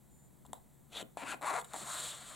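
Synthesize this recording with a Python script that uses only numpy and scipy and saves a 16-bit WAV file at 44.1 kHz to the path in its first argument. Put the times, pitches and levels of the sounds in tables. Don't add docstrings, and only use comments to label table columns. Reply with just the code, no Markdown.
import sys
import numpy as np
from scipy import signal
from scipy.fft import rfft, irfft
from scipy.io import wavfile

SR = 44100
rng = np.random.default_rng(int(sys.argv[2]) if len(sys.argv) > 2 else 0)


def log_audio(samples):
    frames = np.atleast_2d(samples).T
    limited = np.clip(frames, -1, 1)
    pcm = np.round(limited * 32767).astype(np.int16)
    wavfile.write(sys.argv[1], SR, pcm)


N = 103811
TIME = np.arange(N) / SR
FFT_SIZE = 2 ** 17
PAPER_LOW_CUT_HZ = 143

# rate_per_s, spread_db
PAPER_GRAINS = (14000, 2.6)
# rate_per_s, spread_db
SKIN_GRAINS = (5000, 2.55)


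def from_db(db):
    return 10 ** (np.asarray(db) / 20)


def rms_one(x):
    return x / np.sqrt(np.mean(x ** 2) + 1e-20)


def levels(rows):
    s, *columns = np.transpose(rows)
    return [from_db(np.interp(TIME, s, column, left=-200, right=-200)) for column in columns]


def gains(points):
    hz, db = np.transpose(points)
    bin_hz = np.arange(FFT_SIZE // 2 + 1) * SR / FFT_SIZE
    return from_db(np.interp(np.log(bin_hz + 1), np.log(hz), db))


def colour(x, points):
    cepstrum = irfft(np.log(gains(points)))
    cepstrum[1:FFT_SIZE // 2] *= 2
    cepstrum[FFT_SIZE // 2 + 1:] = 0
    response = np.exp(rfft(cepstrum))
    return irfft(rfft(x, FFT_SIZE) * response)[..., :N]


def low_cut(x, hz):
    return signal.sosfilt(signal.butter(2, hz, "high", fs=SR, output="sos"), x)


def resonate(x, modes):
    out = x
    for hz, width_hz, boost_db in modes:
        band = signal.lfilter(*signal.iirpeak(hz, hz / width_hz, fs=SR), x)
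        out = out + (from_db(boost_db) - 1) * band
    return out


def drift(rate):
    return rms_one(np.interp(TIME * rate, np.arange(N), rng.standard_normal(N)))


def grains(per_s, spread_db):
    flutter_db, flutter_rate = 1, 67
    born = rng.random(N) < per_s / SR
    unevenness = np.minimum(rng.exponential(1, N), 5)
    sizes = from_db(spread_db * unevenness + flutter_db * drift(flutter_rate))
    return born * sizes * rng.choice([-1, 1], N)


def stereo_noise(spectrum, db, likeness, pan_db=0):
    mid, side = rng.standard_normal((2, N))
    pair = np.sqrt(1 + likeness) * mid + np.sqrt(1 - likeness) * np.array([side, -side])
    channel_db = [[db + pan_db / 2], [db - pan_db / 2]]
    return from_db(channel_db) * rms_one(colour(pair, spectrum))


def background():
    # freq_hz, level_db
    rumble_spectrum = [(20, -11), (38, -6.5), (75, -2.5), (105, -11.5), (137, 6.5), (165, -2.5),
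                       (210, -2.5), (300, -10), (450, -16), (900, -18), (1600, -37.5), (4000, -68)]
    # freq_hz, level_db
    air_spectrum = [(500, 1.5), (2000, 1), (2700, -6.5), (3800, -1), (5200, -7.5), (6300, -3.5), (7600, 5),
                    (10000, -1.5), (13000, -1.5), (16000, -2)]
    # freq_hz, level_db
    mic_spectrum = [(500, -6), (1500, -9), (3000, -20), (5200, -17), (7000, 8), (9000, 10), (13000, 12),
                    (16000, 4.5)]
    rumble = stereo_noise(rumble_spectrum, db=-62, likeness=0.062, pan_db=2.5)
    air = stereo_noise(air_spectrum, db=-71.5, likeness=0.98)
    mic_hiss = stereo_noise(mic_spectrum, db=-76.5, likeness=0)
    return rumble + air + mic_hiss


def whine():
    # freq_hz, rms_db before the spell's gain
    partials = [(7160, -73), (8592, -78), (10029, -87)]
    # start_s, end_s, gain_db
    spells = [(0.095, 0.294, 0), (1.60, 1.732, 4)]
    fade_s = 0.028
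    gate, tone = np.zeros(N), np.zeros(N)
    for start, end, db in spells:
        nearest_end_s = np.minimum(TIME - start, end - TIME)
        gate += from_db(db) * np.clip(nearest_end_s / fade_s, 0, 1)
    for hz, db in partials:
        tone += np.sqrt(2) * from_db(db) * np.sin(2 * np.pi * hz * TIME)
    return gate * tone


def ticks():
    # start_s, thump_hz, thump_db, crackle_db, crackle_length_s
    taps = [(0.451, 930, -50.5, -63, .006), (0.458, 800, -50.5, -68, .004), (.463, 890, -71, -58, .004),
            (.531, 910, -50, -38.5, 0.0018), (.5322, 852, -32, -46.5, 0.0032),
            (0.539, 690, -57, -66.5, .045), (1.0165, 602, -45, -56, 0.0013),
            (1.0264, 3110, -42.5, -63, .001), (1.0267, 437, -37.5, -51, .0014),
            (1.1714, 747, -29.5, -47, 0.0034), (1.3445, 700, -42, -47.5, 0.00098),
            (1.4121, 795, -41, -53, 0.0023), (1.419, 740, -37.5, -46, 0.0013),
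            (1.427, 1100, -44, -42, 0.0014), (1.598, 910, -36.5, -42, .0013),
            (1.614, 810, -47, -47, 0.0032), (1.644, 1020, -58, -50.5, 0.0099),
            (1.735, 1300, -44, -40, 0.0016), (1.742, 785.4, -35.5, -41, 0.0021),
            (1.762, 840, -34.5, -44, 0.003)]
    # freq_hz, level_db
    crackle_spectrum = [(300, -22), (1500, -7), (2500, -18), (3400, 0), (3900, 0), (4500, -13), (6400, -14),
                        (7500, 5), (8300, -2), (11000, -8), (13000, -17), (16000, -23)]
    rise_s = 0.00068
    thumps, crackle_gain = np.zeros(N), np.zeros(N)
    for s, hz, thump_db, crackle_db, length_s in taps:
        at = int(s * SR)
        age = TIME[:N - at]
        envelope = age / rise_s * np.exp(1 - age / rise_s)
        thumps[at:] -= from_db(thump_db) * envelope * np.sin(2 * np.pi * hz * age)
        crackle_gain[at:] += from_db(crackle_db) * np.exp(-(age / length_s) ** 2)
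    crackle = colour(crackle_gain * rng.standard_normal(N), crackle_spectrum)
    filter_rms = np.sqrt(np.mean(gains(crackle_spectrum) ** 2))
    return thumps + crackle / filter_rms


def flaps():
    # start_s, peak_rms_db
    puffs = [(0.481, -58.5), (1.015, -58), (1.223, -53.5), (1.813, -56.5)]
    # freq_hz, level_db
    puff_spectrum = [(80, -23), (150, -3), (230, 1), (360, -4), (600, -18), (1200, -22.5), (4000, -42)]
    rise_s = 0.0099
    swell = np.zeros(N)
    for s, db in puffs:
        age = np.maximum(TIME - s, 0) / rise_s
        swell += from_db(db) * age * np.exp(1 - age)
    return swell * rms_one(colour(rng.standard_normal(N), puff_spectrum))


def edge_brush():
    # time_s, swish_db, edge_resonance_db
    brush = [(.90, -78, -88), (.928, -57.5, -60.5), (.95, -52.5, -50.5), (.973, -48, -43.5),
             (1.0, -47, -49), (1.02, -48, -60), (1.027, -60, -77)]
    # freq_hz, level_db
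    swish_spectrum = [(100, -21), (300, -4.5), (780, 2), (1030, -5), (2100, -6.5), (4050, -3.5),
                      (5000, -20), (6300, -10.5), (7700, -5), (8700, -14), (10500, -11.5), (13000, -24),
                      (16000, -38)]
    # freq_hz, level_db
    edge_spectrum = [(1500, -49), (2750, -15), (3420, 0.5), (4000, -4), (4800, -20), (8000, -40)]
    swish_gain, edge_gain = levels(brush)
    swish = rms_one(colour(grains(*SKIN_GRAINS), swish_spectrum))
    edge = rms_one(colour(grains(*PAPER_GRAINS), edge_spectrum))
    return swish_gain * swish + edge_gain * edge


def slips():
    # time_s, rate_per_s
    slip_rate = [(1.18, 838), (1.213, 965), (1.232, 270), (1.243, 231), (1.258, 956), (1.285, 1504),
                 (1.305, 1686), (1.33, 1148), (1.341, 290), (1.438, 285), (1.452, 750), (1.472, 1100),
                 (1.50, 1100), (1.514, 320), (1.533, 370), (1.56, 760), (1.585, 473), (1.74, 186),
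                 (1.80, 450)]
    interval_jitter, spread_db = .15, 2.3
    rate = np.interp(TIME, *np.transpose(slip_rate))
    chance = rng.standard_normal((N // 20, 2))
    due = np.cumsum(np.exp(interval_jitter * chance[:, 0]))
    at = np.searchsorted(np.cumsum(rate) / SR, due)
    pulses = np.zeros(N + 1)
    pulses[at] = from_db(spread_db * chance[:, 1])
    return pulses[:N] / np.sqrt(rate)


def finger_strokes():
    # time_s, slip_db, hiss_db
    strokes = [
        [(1.172, -49.5, -63), (1.184, -51.5, -53.5), (1.205, -49.5, -55), (1.228, -44.5, -57.5),
         (1.25, -48.5, -59.5), (1.29, -41.5, -50), (1.32, -40, -48), (1.344, -44.5, -59), (1.353, -63, -63),
         (1.40, -69, -80)],
        [(1.414, -49, -66), (1.431, -39.5, -54), (1.455, -38.5, -48.5), (1.475, -36.5, -47), (1.497, -36, -46),
         (1.525, -39, -49), (1.565, -37, -47), (1.59, -39, -46.5), (1.615, -63, -55), (1.628, -53, -76)],
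        [(1.734, -54, -56), (1.746, -42, -52), (1.772, -51.5, -75), (1.79, -73, -63), (1.818, -47, -77),
         (1.845, -91, -70)],
    ]
    # freq_hz, level_db
    sheet_responses = [
        [(100, -22), (250, -0.5), (420, -5.5), (720, 0), (1300, -4.5), (1900, -8), (2500, -4), (3100, -13.5),
         (5000, -22), (15000, -61)],
        [(100, -7.5), (300, -11), (480, -4.5), (730, 1.5), (1100, 3), (1600, -6.5), (2200, -6), (3000, -22),
         (5000, -25), (15000, -50)],
        [(100, -33), (300, -6.5), (500, -9), (780, 4.5), (1150, -4.5), (1500, -12), (2100, -6), (3000, -26),
         (5000, -64), (15000, -76)],
    ]
    # freq_hz, level_db
    friction_spectrum = [(1500, -20), (2800, -10), (3600, 1), (4450, 1), (5000, -15), (6200, -6),
                         (7400, 5.5), (8300, 1.5), (9200, 0.5), (10700, -4.5), (12500, -15.5), (16000, -29)]
    burst_s, burst_share = 0.00092, 0.3
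    pulses = slips()
    bursts = rms_one(signal.lfilter([1], [1, -np.exp(-1 / (burst_s * SR))], pulses))
    grain_gain = 1 - burst_share + burst_share * bursts
    hiss = rms_one(colour(grains(*SKIN_GRAINS) * grain_gain, friction_spectrum))
    knocks = low_cut(pulses, PAPER_LOW_CUT_HZ)
    out = np.zeros(N)
    for stroke, response in zip(strokes, sheet_responses):
        slip_gain, hiss_gain = levels(stroke)
        out += slip_gain * rms_one(colour(knocks, response)) + hiss_gain * hiss
    return out


def gliding_resonance(rows, width_hz, size=128):
    s, hz, db = np.transpose(rows)
    x, out, state = grains(*PAPER_GRAINS), np.zeros(N), np.zeros(4)
    for i in range(0, N, size):
        centre_hz = np.interp(i / SR, s, hz)
        b, a = signal.iirpeak(centre_hz, centre_hz / width_hz, fs=SR)
        b_twice, a_twice = np.convolve(b, b), np.convolve(a, a)
        out[i:i + size], state = signal.lfilter(b_twice, a_twice, x[i:i + size], zi=state)
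    gain = levels(np.transpose([s, db]))[0]
    return gain * rms_one(out)


def sheet_slide():
    # time_s, rustle_db, hiss_db
    slide = [(1.60, -64, -72), (1.66, -67, -71), (1.70, -67, -62.5), (1.725, -57.5, -60), (1.76, -58, -49),
             (1.795, -55.5, -46), (1.845, -54, -51), (1.91, -54.5, -44), (1.98, -49, -43),
             (2.03, -52, -43.5), (2.085, -56, -42.5), (2.16, -56.5, -53.5), (2.255, -58.5, -54.5),
             (2.283, -57, -50.5), (2.35, -57.5, -55.5)]
    # freq_hz, level_db
    rustle_spectrum = [(100, -9), (380, -9.5), (640, 5), (850, -3.5), (1150, 4), (2200, -3.5), (3000, -13),
                       (6000, -46)]
    # freq_hz, level_db
    hiss_spectrum = [(1500, -17), (2700, -13.5), (3750, -2.5), (4350, -3.5), (4900, -11), (6100, -11.5),
                     (7200, 1), (8300, 0), (9400, -5), (10200, -10.5), (11500, -13), (12700, -20),
                     (16000, -30)]
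    # time_s, pitch_hz, level_db
    arch_glide = [(1.85, 750, -64), (1.875, 900, -50.5), (1.915, 1200, -46.5), (1.98, 1290, -51.5),
                  (2.06, 1300, -64)]
    # time_s, pitch_hz, level_db
    edge_glide = [(1.88, 4100, -62), (1.97, 3650, -50), (2.11, 3480, -50), (2.19, 3540, -60),
                  (2.35, 3340, -61.5)]
    rustle_gain, hiss_gain = levels(slide)
    rustle = rustle_gain * rms_one(colour(grains(*PAPER_GRAINS), rustle_spectrum))
    hiss = hiss_gain * rms_one(colour(grains(*PAPER_GRAINS), hiss_spectrum))
    arch = gliding_resonance(arch_glide, width_hz=660)
    edge = gliding_resonance(edge_glide, width_hz=1230)
    return rustle + hiss + arch + edge


def with_echo(x):
    delay_s, echo_db, cut_hz = 0.01, -19, 13000
    dull = signal.lfilter(*signal.butter(1, cut_hz, fs=SR), x)
    return x + from_db(echo_db) * np.interp(TIME - delay_s, TIME, dull, left=0)


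def room(x):
    # freq_hz, gain_db
    room_spectrum = [(100, -0.5), (350, -2.5), (900, -8.5), (2000, -11), (4000, -20), (8000, -25),
                     (15000, 6)]
    t60_s, delay_s = 0.28, 0.0026
    decay = from_db(-60 * TIME / t60_s) * (TIME > delay_s)
    tail = rng.standard_normal((2, N)) * decay
    unit_energy = tail / np.sqrt(np.sum(tail ** 2) / 2)
    tail = colour(unit_energy, room_spectrum)
    return signal.fftconvolve(x[None], tail, axes=1)[:, :N]


def scene():
    # freq_hz, width_hz, boost_db
    book_modes = [(530, 17, -2), (740, 15, 1.5), (1060, 24, 4), (1383, 51, 3), (2200, 45, -2.5)]
    # freq_hz, difference_db
    balance = [(100, 24), (300, 9.5), (550, 7), (1100, 5), (2200, 5), (3600, 1.5), (8000, -0.3)]
    paper = ticks() + flaps() + edge_brush() + finger_strokes() + sheet_slide()
    paper = with_echo(resonate(low_cut(paper, PAPER_LOW_CUT_HZ), book_modes))
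    lean = np.sqrt(gains(balance))
    direct = irfft(rfft(paper, FFT_SIZE) * np.array([lean, 1 / lean]))[:, :N]
    return direct + room(paper) + background() + whine()


def record(dry):
    # freq_hz, width_hz, boost_db
    mic_modes = [(4990, 980, -3)]
    cutoff_hz = 15900
    heard = resonate(dry, mic_modes)
    return signal.sosfilt(signal.ellip(12, .1, 80, cutoff_hz, fs=SR, output="sos"), heard)


dry = scene()
out = record(dry)
log_audio(out)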